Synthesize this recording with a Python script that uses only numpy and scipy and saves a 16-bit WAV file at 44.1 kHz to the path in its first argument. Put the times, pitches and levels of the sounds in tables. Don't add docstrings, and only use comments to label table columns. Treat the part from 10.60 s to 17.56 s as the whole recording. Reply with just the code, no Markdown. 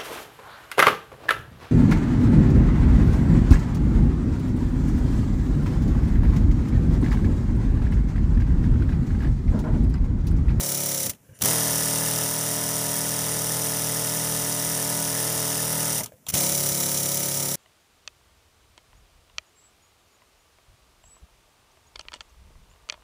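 import sys
import numpy as np
from scipy import signal
from scipy.fft import rfft, irfft, next_fast_len
from scipy.io import wavfile
from scipy.ndimage import uniform_filter1d

SR = 44100
rng = np.random.default_rng(int(sys.argv[2]) if len(sys.argv) > 2 else 0)


def output_pcm(signal):
    pcm = np.clip(np.atleast_2d(signal).T, -1, 1) * 32767
    wavfile.write(sys.argv[1], SR, np.round(pcm).astype(np.int16))


def makeup_ratio(level_db):
    decades = np.asarray(level_db, float) / 20
    return 10 ** decades


N = 306759
SIZE = next_fast_len(N, True)
TIME, HZ = np.arange(N) / SR, np.fft.rfftfreq(SIZE, 1 / SR) + 1e-3

# gear, crank angle at time zero in turns, steady speed in turns per second,
# time the lever starts to brake in seconds, braking in turns per second squared.
RUNS = [
    ("astern", .963, 35.4, .27, 8.4),
    ("ahead", .305, 39.815, 5.29, 15),
    ("astern", .672, 35.222, 7, 0),
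]
# time in seconds, hiss level in dB.
PRESSURE = [
    [(0.0, -27), (0.468, -26.5), (0.482, -34), (0.495, -32)],
    [(0.831, -31), (0.857, -20.5), (1.06, -23.5), (1.66, -24.5), (1.67, -26), (2.23, -26), (5.14, -25.5),
     (5.41, -24.5)],
    [(5.745, -32), (5.77, -21.5), (5.821, -22.5), (5.959, -24.5), (6.429, -25.5), (6.956, -27)],
]
# time in seconds, lead in turns.
LEAD = [(0, .008), (.2, -.005), (.38, .008), (1.15, 0), (1.8, -.005), (2.5, .003), (3.05, -.013),
        (3.55, -.004), (4.05, -.022), (4.5, -.003), (5.3, .003), (5.76, -.03), (5.8, .005), (5.86, -.022),
        (6.2, .006), (6.6, .003), (6.96, .013)]
SURGE_S, SURGE_PEAK_S, SURGE_TURNS = .92, .22, {"ahead": .13, "astern": 0}
SPIN_UP_S, SPIN_UP_TAU_S, SPIN_UP_TURNS = .836, .017, {"ahead": .24, "astern": 0}

PORT_STEPS = {"ahead": [(0.0737, 0.79), (0.0799, -1.16), (0.3598, -0.41), (0.4814, 0.1), (0.5275, 0.99),
              (0.5342, -1.19), (0.7752, 0.36), (0.7878, -0.52), (0.8151, -0.24), (0.8362, 0.2)],
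              "astern": [(0.0743, 0.08), (0.1212, -0.31), (0.2403, -0.04), (0.3582, -0.44), (0.3918, 0.08),
              (0.5226, 0.05), (0.5502, -0.38), (0.5858, 0.05), (0.7872, 0.37), (0.8062, -0.43)]}
# frequency in Hz, width in Hz, gain.
PIPE_RESONANCES = [(218, 30, -0.35), (599, 140, 1.89), (920, 118, 1.5), (1201, 40, 2.02), (1472, 40, 1.35)]
ORDER_DB = {"ahead": [(1, -28), (2, -13.5), (3, 0), (4, 2), (5, -5), (6, -15), (7, -2.5), (8, -13),
            (9, -13), (10, -15), (11, -3.5), (12, -10), (13, -12.5), (14, -8.5), (15, -4), (16, -8.5),
            (17, -8.5), (18, -11), (19, -49), (20, -12.5), (21, -24), (22, -8.5), (23, -19), (24, -8.5),
            (25, -20), (26, -16), (27, -16), (28, -24.5), (29, -25), (30, -17), (31, -16), (32, -18),
            (33, -19), (34, -16), (35, -16.5), (36, -23.5), (37, -13), (38, -24)], "astern": [(1, -26),
            (2, -45), (3, -8), (4, 2.5), (5, -1), (6, -12), (7, -5), (8, -45), (9, -7), (10, -7.5),
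            (11, -10), (12, -10.5), (13, -11.5), (14, -33), (15, -5.5), (16, -2.5), (17, -9), (18, -9.5),
            (19, -38), (20, -9), (21, -16), (22, -15.5), (23, -20), (24, -23), (25, -17), (26, -11.5),
            (27, -21), (28, -19), (29, -32), (30, -26), (31, -23), (32, -33), (33, -35), (34, -19),
            (35, -24.5), (36, -17), (37, -15.5), (38, -17)]}
ORDER_WANDER_DB, ORDER_WANDER_HZ = -15, 2.9
PIPE_SONG = {"ahead": (715, 70, 0.5), "astern": (560, 90, -9.0)}
WORKING_DB, THUMP_DB = -26, {"ahead": -31.5, "astern": -32.5}
THUMP_FOLLOWS, CHOKE_DB = 0.82, 2.5

RELEASES = { "ahead": [(.19, .085, .8, -7), (.475, .095, 1.4, -5), (.63, .055, 2, -3), (.87, .075, -1, -4)],
            "astern": [(.19, .09, .8, -2), (.35, .08, .8, -2), (.62, .09, -1, -7), (.92, .07, -4, -5)], }
WHISTLES = { "ahead": [(.19, .07, -2), (.43, .06, 1.5), (.53, .05, -.5), (.62, .05, 1.5), (.86, .05, -4)],
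            "astern": [(.22, .09, 5.5), (.33, .04, 0), (.59, .06, -2), (.9, .07, -4)], }
BETWEEN_DB = -5
WHISTLE_FROM_HZ, WHISTLE_DB = {"ahead": 14600, "astern": 12000}, {"ahead": -4.5, "astern": 1}
HOLLOW_DB = {"ahead": 4, "astern": 3}
JET_COLOUR = {"ahead": [(880, -11), (1500, -11), (1790, -10), (2410, -16.5), (2850, -9.5), (4080, -10.5),
              (5790, -0.5), (7530, -7), (9790, 0.5), (15300, -9.5)], "astern": [(880, -43), (1500, -9.5),
              (2690, -2.5), (3960, -15.5), (4500, -17), (5850, -7), (8380, 1), (10100, 2), (12200, -12),
              (15300, -9)]}
JET_RINGS = {"ahead": [(6090, 450, -3.5), (7100, 190, -8.5), (7670, 96, -11), (8700, 330, -3.5),
             (9500, 210, -3.5), (12600, 280, -16), (13500, 400, -7.5), (14650, 280, -5), (15350, 220, 3.5)],
             "astern": [(5870, 610, 3.5), (7150, 230, 1.5), (7700, 170, -1.5), (9010, 270, 2),
             (9970, 750, 1), (11230, 340, 0), (12200, 120, -33), (14160, 1100, -3.5), (15040, 200, 2)]}
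ROAR = { "ahead": [(30, -34), (70, -2), (150, 4.5), (400, -5), (600, -3), (1000, 3), (2000, 4.5),
        (3500, -36)], "astern": [(30, -13), (70, -0.5), (150, -3), (400, -2.5), (700, -5), (1000, -1),
        (2000, -12.5), (3500, -43)], }
DIPS = { "ahead": [(800, 60, 0.3), (1125, 80, 1), (1376, 51, 0.9), (1536, 205, 0.67), (1872, 28, 0.9),
        (2600, 130, 0.83), (3970, 120, 0.7), (4520, 460, 0.41), (6315, 206, 0.8), (7930, 220, 0.16),
        (8600, 160, 0.4), (11400, 200, .4), (12000, 250, .35), (12800, 200, .3), (13350, 150, .4),
        (14250, 220, .3)], "astern": [(780, 80, 0.9), (1096, 93, 0.9), (1390, 69, 0.3), (1650, 170, 0.3),
        (2640, 430, 0.69), (7920, 160, 0.36), (8450, 140, 0.5), (9360, 224, 0.8), (11850, 110, .3),
        (12200, 120, .15), (12550, 150, .3), (12900, 120, .2), (13200, 150, .25), (14300, 170, .75)], }

KNOCKS = { "ahead": [(.015, 1780, .028, -7, 4), (.5, 1320, .03, -7, 2), (.47, 5500, .014, 6, 3),
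          (.17, 4800, .012, 3, 3), (.0, 2860, .015, -5, 2.5), (.1, 3250, .018, -4, 2.5),
          (.57, 2800, .015, -3, 3), (.57, 3800, .015, -2, 4), (.64, 3600, .012, -3, 2),
          (.87, 3200, .022, -3, 4), (.85, 3820, .018, -2, 3), (.93, 2270, .02, -11, 1.5),
          (.65, 2650, .018, 0, 3), (.985, 3850, .02, -3, 3), (.07, 3700, .015, -4, 3),
          (.635, 8000, .009, 9, 2), (.59, 11300, .014, 5, 2), (.32, 9500, .016, 7, 3)],
          "astern": [(.335, 3950, .02, 6, 3), (.385, 3600, .016, 2, 3), (.18, 4700, .012, 1, 3),
          (.3, 5400, .016, 7, 3), (.6, 2900, .014, -5, 3), (.1, 2250, .028, -6, 3),
          (.33, 3200, .012, -4, 2), (.33, 1270, .15, -19, -1.5), (.97, 1800, .02, -9, 3),
          (.13, 3000, .012, -4, 3), (.57, 3800, .018, -5, 3), (.87, 3000, .02, -6, 3),
          (.03, 3800, .015, -5, 3), (.33, 8000, .012, 5, 2), (.4, 9300, .014, 5, 3),
          (.65, 9500, .014, 6, 3), (.02, 9300, .014, 6, 3)], }
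# time in seconds, peak level in dB.
CLANKS = [(1.0183, -29), (1.0697, -30), (1.0936, -30), (1.144, -30), (1.1944, -31), (1.2198, -31),
          (1.2702, -31), (1.4189, -32), (1.4468, -30), (1.4723, -31), (1.5226, -32), (1.574, -31),
          (1.5955, -32), (1.7242, -29), (1.7985, -34), (1.9038, -34), (2.0245, -33), (2.249, -34),
          (2.3533, -31), (2.454, -31), (2.5249, -32), (2.7055, -33), (2.7514, -32), (2.9055, -29),
          (3.0542, -33), (3.104, -32), (3.132, -31), (3.2043, -34), (3.358, -31), (3.5056, -33),
          (3.5555, -32), (3.6064, -34), (3.6338, -31), (3.6837, -32), (3.7596, -32), (3.8608, -31),
          (3.9102, -33), (4.011, -32), (4.0369, -33), (4.1093, -33), (4.1881, -31), (4.2125, -31),
          (4.2589, -34), (4.3123, -32), (4.4854, -33), (4.5094, -35), (4.5393, -34), (4.5612, -32),
          (4.5877, -31), (4.6396, -34), (4.6894, -31), (4.7638, -33), (4.9154, -31), (4.9908, -30),
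          (5.1913, -29), (5.2926, -31)]
# frequency in Hz, level in dB, time to fade by 60 dB in seconds.
ROD_TONES = [(1780, 3.5, .028), (1930, -2, .022)]
ROD_RISE_S = .0015
# time in seconds, frequency in Hz,
# time to fade by 60 dB in seconds, level in dB.
PINGS = [(.535, 2700, .02, -48), (.535, 2000, .02, -50), (.648, 1600, .05, -62), (.700, 1620, .06, -60),
         (.757, 2900, .03, -54), (.690, 520, .2, -54), (5.408, 2050, .025, -31), (5.453, 1260, .07, -43),
         (5.5203, 585, .035, -39), (5.5203, 1650, .015, -47), (5.5203, 1150, .01, -50),
         (5.5203, 2250, .012, -52), (5.533, 510, .14, -47), (5.6665, 3300, .012, -28),
         (5.667, 7400, .03, -34), (5.700, 14800, .02, -22), (5.699, 3000, .02, -32),
         (5.700, 2450, .018, -36), (5.722, 3000, .02, -40), (5.810, 735, .06, -30), (5.667, 950, .03, -42),
         (5.835, 950, .2, -36)]

# time in seconds, hiss peak in dB,
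# time to fade by 60 dB in seconds, thump in dB, metal in dB.
COUGHS = [(.494, -8.5, 0.049, -25, -37), (0.81, -21, 0.028, -27, -29), (0.818, -5, 0.034, -27, -34),
          (.822, -9, 0.019, -45, -25), (.836, -5, 0.016, -42, -33), (0.846, -7, 0.029, -45, -26),
          (.855, -5, .035, -42, -36), (5.433, -14, 0.038, -41, -48), (5.442, -18, .016, -34, -49),
          (5.459, -16, 0.018, -51, -34), (5.467, -52, .076, -47, -52), (5.672, -34, 0.082, -52, -43),
          (5.6845, -12.5, 0.037, -30, -46), (5.689, -14, 0.023, -45, -47), (5.699, -14, .022, -29, -39),
          (5.7025, -16, 0.024, -45, -38), (5.720, -26, 0.058, -45, -47), (5.730, -21, 0.066, -45, -45),
          (5.738, -4, 0.039, -19, -24), (5.7495, -7, .035, -40, -32)]
TICKS = [(.534, -36, .026, -50, -47), (.548, -42, .026, -60, -52), (.7895, -29, .012, -60, -62),
         (.798, -37, .04, -60, -62), (5.520, -44, .016, -62, -56), (5.469, -44, .026, -55, -48),
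         (5.5657, -52, .026, -60, -63), (5.6662, -24, 0.018, -47, -30)]
COUGH_RISE_SHARE, TICK_RISE_S = 0.05, 0.00029
# time in seconds, thump in dB.
THUDS = [(.610, -47), (.693, -35), (0.706, -39), (0.714, -37), (0.724, -35), (5.540, -43)]

# time in seconds, peak level in dB.
TAPS = [(.668, -68), (.690, -63), (.703, -70), (.718, -61), (0.732, -63), (.755, -65), (.782, -64),
        (0.808, -49), (5.493, -62), (5.5206, -62), (5.536, -60), (5.575, -72), (5.667, -61)]
# frequency in Hz, level in dB, time to fade by 60 dB in seconds.
LEVER_TONES = [(510, -1, .14), (600, 3, .03), (980, -11, .02), (1700, -5, .015), (2290, -12, .015),
               (2900, -16, .03)]
# frequency in Hz, width in Hz, level in dB.
SQUEAK = [(5900, 160, -1), (7100, 140, -1), (9000, 300, -1), (10200, 300, -4), (2900, 160, -8),
          (1720, 300, -5)]
# time in seconds, level in dB.
SQUEAK_SWELL = [(.73, -75), (.75, -55), (.775, -55), (.79, -66), (.81, -58)]
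# frequency in Hz, width in Hz, level in dB.
RUB = [(520, 43, 4), (990, 70, -4), (2350, 100, -4), (1620, 200, 0.1), (2870, 150, -2)]
RUB_S, RUB_DB = (0.67, 0.76), -67

# stop in seconds, restart in seconds, stirring beforehand in seconds,
# room still ringing in dB.
STALLS = [
    (0.481, 0.841, 0.058, 19),
    (5.418, 5.766, 0.072, 24),
]
# frequency in Hz, level in dB per Hz.
MURMUR = [(350, -36), (600, 8), (951, 3), (1230, -1), (1640, -12), (1820, -10), (2740, -13), (3400, -13),
          (4700, -24), (5400, -26), (6090, -17), (6600, -20), (9780, -22), (15300, -6)]
# frequency in Hz, level in dB per Hz.
RUMBLE = [(25, -18), (60, -2), (130, 9.0), (240, 5.5), (340, -4), (440, -1.5), (800, -14.5)]
SETTLE_S, LEAK_CREEP_DB_PER_S = 0.1, 48
LEAK_DB, MURMUR_DB, RUMBLE_DB = (-82.5, 43, 18), (-67.5, 14), (-58.5, 21, 38)


def engine(run, pressure):
    gear, _, speed, *_ = run
    turns, lost = crank(*run)
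    turns = turns + np.interp(TIME, *np.transpose(LEAD)) + .0011 * flicker(20)
    running, (hiss_db,) = in_time(pressure)
    choked = np.minimum(lost, 3)

    thump_db = THUMP_DB[gear] + THUMP_FOLLOWS * (hiss_db - WORKING_DB) - CHOKE_DB * choked
    thump = exhaust(turns, gear, speed) * makeup_ratio(0.46 * flicker(80))
    sing_hz, sing_width, sing_db = PIPE_SONG[gear]
    song_gain = 1j * HZ * sing_width / (sing_hz ** 2 - HZ ** 2 + 1j * HZ * sing_width)
    thump = thump + makeup_ratio(sing_db) * choked * shaped(thump, song_gain)

    rows = np.array(RELEASES[gear])
    gusts = makeup_ratio(0.58 * flicker(230) + 0.35 * flicker(25))
    deep = released(turns, rows[:, [0, 1, 3]], -5.5) * makeup_ratio(HOLLOW_DB[gear])
    bright = released(turns, rows[:, :3])
    top = makeup_ratio(WHISTLE_DB[gear]) * released(turns, WHISTLES[gear], -1.7)
    hollow, hiss, whistle = jet(gear)
    air = gusts * (deep * hollow + bright * hiss + top * whistle)
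    roar = makeup_ratio(-10.0) * deep * noise(colour(ROAR[gear]) * dips(gear))
    rattle = makeup_ratio(-12.0) * knocks(turns, gear, running)
    return running * (makeup_ratio(thump_db - 1.43) * (thump + roar) + makeup_ratio(hiss_db + 0.06) * (air + rattle))


def crank(gear, angle, speed, brake_s, braking):
    age = np.maximum(TIME - SURGE_S, -.02) / SURGE_PEAK_S
    surge = SURGE_TURNS[gear] * age * np.exp(1 - age)
    slow_start = SPIN_UP_TURNS[gear] * np.exp(np.minimum((SPIN_UP_S - TIME) / SPIN_UP_TAU_S, 1))
    held = np.maximum(TIME - brake_s, 0)
    turns = angle + speed * TIME + surge + slow_start - braking * held ** 2 / 2
    return turns, braking * held


def exhaust(turns, gear, speed_hz):
    k, db = np.transpose(ORDER_DB[gear])
    steps = pipe(k * speed_hz) * sum(size * np.exp(-2j * np.pi * k * turn) for turn, size in PORT_STEPS[gear])
    orders = makeup_ratio(db) * steps / np.abs(steps)
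    changes = orders * np.sqrt(k / 12) * np.exp(2j * np.pi * rng.random((2, len(k))))
    table = irfft(np.c_[np.zeros(3), np.vstack([orders, changes])], 1024)
    table = table / np.std(table[0])
    angles = np.arange(1024) / 1024
    usual, *other = [np.interp(turns % 1, angles, row, period=1) for row in table]
    return usual + makeup_ratio(ORDER_WANDER_DB) * sum(flicker(ORDER_WANDER_HZ) * part for part in other)


def pipe(hz):
    s = 1j * hz
    step = s * s / (s * s + 53 * s + 100 ** 2) / (1 + s / 47) / (1 + s / 428)
    ringing = sum(gain * s * width / (s * s + s * width + f ** 2) for f, width, gain in PIPE_RESONANCES)
    return step * (1 + ringing)


def released(turns, rows, between_db=BETWEEN_DB):
    power = makeup_ratio(2 * between_db)
    for turn, width, db in rows:
        away = (turns - turn + .5) % 1 - .5
        power = power + makeup_ratio(2 * db) * np.exp(-(away / width) ** 2)
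    return np.sqrt(power)


def jet(gear, smooth_db=-5):
    smooth = colour(JET_COLOUR[gear]) * makeup_ratio(smooth_db)
    air = noise(np.sqrt(smooth ** 2 + peaks(JET_RINGS[gear])) * dips(gear))
    whistle = shaped(air, 1 / (1 + (WHISTLE_FROM_HZ[gear] / HZ) ** 60))
    hollow = shaped(air, 1 / (1 + (HZ / 4400) ** 16))
    return hollow, air - whistle - hollow, whistle


def knocks(turns, gear, running):
    play, force = .0011 * flicker(30), np.tanh(flicker(60))
    out, now = np.zeros(N), np.flatnonzero(running > 0)
    for turn, hz, t60, db, spread_db in KNOCKS[gear]:
        struck = strikes((turns + play * (spread_db / 3) ** 3)[now], turn)
        blow_db = db + spread_db * np.roll(force, int(turn * SR))[now]
        out[now] += ring(struck * makeup_ratio(blow_db), hz, t60)
    return out


def strikes(turns, turn):
    return np.diff(np.floor(turns - turn), prepend=1e9) > 0


def contacts():
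    hits = [(s, hz * rng.uniform(.985, 1.015), t60, db + level_db, ROD_RISE_S)
            for s, db in CLANKS for hz, level_db, t60 in ROD_TONES]
    hits += [(*ping, TICK_RISE_S) for ping in PINGS]
    out, age = np.zeros(N), TIME[:SR // 8]
    for s, hz, t60, db, rise in hits:
        shape = makeup_ratio(db - 60 * age / t60) * (1 - np.exp(-age / rise))
        out[int(s * SR):int(s * SR) + len(age)] += shape * np.sin(2 * np.pi * hz * age)
    return out


def puffs():
    hollow, hiss, whistle = jet("astern")
    air = makeup_ratio(2.5) * hollow + hiss + makeup_ratio(4.0) * whistle
    metal_colour = [(300, -3), (600, 2.0), (1200, 1.5), (2000, -15.0), (3000, 3.0), (4500, -6.0), (6000, -43)]
    metal = noise(colour(metal_colour))
    out, clicks = np.zeros(N), np.zeros(N)
    age = TIME[:SR // 4]
    bursts = [(*cough, COUGH_RISE_SHARE * cough[2]) for cough in COUGHS]
    bursts += [(*tick, TICK_RISE_S) for tick in TICKS]
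    for s, hiss_db, t60, thump_db, metal_db, rise in bursts:
        now = slice(int(s * SR), int(s * SR) + len(age))
        shape = np.minimum(age / rise, 1) * makeup_ratio(-60 * (np.maximum(age - rise, 0) / t60) ** 1.25)
        out[now] += shape * (makeup_ratio(hiss_db - 14.5) * air[now] + makeup_ratio(metal_db - 6.0) * metal[now])
        clicks[int(s * SR)] = -makeup_ratio(thump_db)
    for s, thump_db in THUDS:
        clicks[int(s * SR)] = -makeup_ratio(thump_db)
    boom = makeup_ratio(-2.5) * ring(clicks, 120, 0.041)
    return out + makeup_ratio(14.0) * shaped(clicks, pipe(HZ)) + boom


def lever():
    out = np.zeros(N)
    tap_at, tap_db = [int(s * SR) for s, db in TAPS], np.array(TAPS)[:, 1]
    for hz, level_db, t60 in LEVER_TONES:
        clicks = np.zeros(N)
        clicks[tap_at] = makeup_ratio(tap_db + level_db + rng.normal(0, 1.5, len(TAPS)))
        out += ring(clicks, hz, t60)
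    gate, (squeak_db,) = in_time(SQUEAK_SWELL)
    return out + gate * makeup_ratio(squeak_db) * noise(np.sqrt(peaks(SQUEAK)))


def guide():
    gate, _ = in_time([(RUB_S[0],), (RUB_S[1],)], fade=.04)
    return gate * makeup_ratio(RUB_DB + 2.5 * flicker(40)) * noise(peaks(RUB))


def stalls():
    hollow, bright, top = jet("astern", smooth_db=-10)
    leak = makeup_ratio(-11.0) * hollow + bright + makeup_ratio(-4.0) * top
    murmur = noise(colour(MURMUR) * dips("astern"))
    rumble = noise(colour(RUMBLE)) * makeup_ratio(1.03 * flicker(30))
    out = np.zeros(N)
    for stop, restart, stir, ringing_db in STALLS:
        gate, _ = in_time([(stop - .03,), (restart,)])
        dying = np.clip(1 - (TIME - stop) / SETTLE_S, 0, 1)
        waking = np.clip(1 - (restart - TIME) / stir, 0, 1)
        creep_db = LEAK_CREEP_DB_PER_S * np.clip(TIME - stop, 0, restart - stop)
        leak_db = LEAK_DB[0] + creep_db + LEAK_DB[1] * dying + LEAK_DB[2] * waking
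        murmur_db = MURMUR_DB[0] + 3.3 * flicker(25) + ringing_db * dying + MURMUR_DB[1] * waking
        rumble_db = RUMBLE_DB[0] + RUMBLE_DB[1] * dying + RUMBLE_DB[2] * waking
        out += gate * (makeup_ratio(leak_db) * leak + makeup_ratio(murmur_db) * murmur + makeup_ratio(rumble_db) * rumble)
    return shaped(out, 1 - .55 / (1 + ((HZ - 4200) / 1100) ** 4))


def dips(gear):
    return np.prod([1 - np.clip(depth, 0, .98) / (1 + (2 * (HZ - hz) / width) ** 2)
                    for hz, width, depth in DIPS[gear]], axis=0)


def peaks(rows):
    return sum(makeup_ratio(2 * db) / (1 + (2 * (HZ - hz) / width) ** 2) for hz, width, db in rows)


def ring(clicks, hz, t60):
    r, w = makeup_ratio(-60 / (t60 * SR)), 2 * np.pi * hz / SR
    return signal.lfilter([0, np.sin(w)], [1, -2 * r * np.cos(w), r * r], clicks + 1e-18)


def in_time(rows, fade=0.034):
    s, *columns = np.transpose(rows)
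    since_start = TIME - s[0] + (s[0] <= 0)
    until_end = s[-1] - TIME + (s[-1] > 6.9)
    gate = np.clip(np.minimum(since_start, until_end) / fade + .5, 0, 1)
    return gate, [np.interp(TIME, s, c) for c in columns]


def colour(points):
    hz, db = np.transpose(points)
    return makeup_ratio(np.interp(np.log(HZ), np.log(hz), db))


def noise(gain):
    return rms_one(shaped(rng.standard_normal(SIZE), gain))


def flicker(rate_hz):
    return noise(1 / (1 + (HZ / rate_hz) ** 2))


def shaped(x, gain):
    return irfft(rfft(x, SIZE) * gain, SIZE)[:N]


def rms_one(x):
    return x / np.sqrt(np.mean(x ** 2) + 1e-20)


def scene():
    runs = sum(engine(run, pressure) for run, pressure in zip(RUNS, PRESSURE))
    return (runs + contacts() + puffs() + lever() + guide() + stalls())[None]


def thin_treble(x, below_db=-5.0, wander_db=3.0):
    hz, _, frames = signal.stft(x, SR, nperseg=1024)
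    power = uniform_filter1d(np.abs(frames) ** 2, size=3, axis=1)
    band = uniform_filter1d(power, size=5, axis=0)
    around = uniform_filter1d(power, size=61, axis=0)
    luck = uniform_filter1d(rng.standard_normal(power.shape), size=5, axis=0)
    luck = uniform_filter1d(luck, size=9, axis=1)
    tilt_db = np.interp(hz, [9000, 12000], [-4.5, .7])[:, None]
    bar_db = below_db + wander_db * rms_one(luck) + tilt_db
    keep = 1 / (1 + (around * makeup_ratio(2 * bar_db) / (band + 1e-20)) ** 8)
    keep[(hz < 6000) | (hz > 14700)] = 1
    return signal.istft(frames * keep, SR, nperseg=1024)[1][:N]


def roll_off(x):
    return signal.sosfilt(signal.butter(12, 16220, fs=SR, output="sos"), x)


def record(dry):
    bass_cut = HZ / (HZ - 40j)
    wall = (np.clip((15330 - HZ) / 60, 0, 1) ** 2 + 1.5e-4) * bass_cut
    mix = thin_treble(shaped(dry[0], wall))[None]
    return roll_off(mix)


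dry = scene()
out = record(dry)
output_pcm(out)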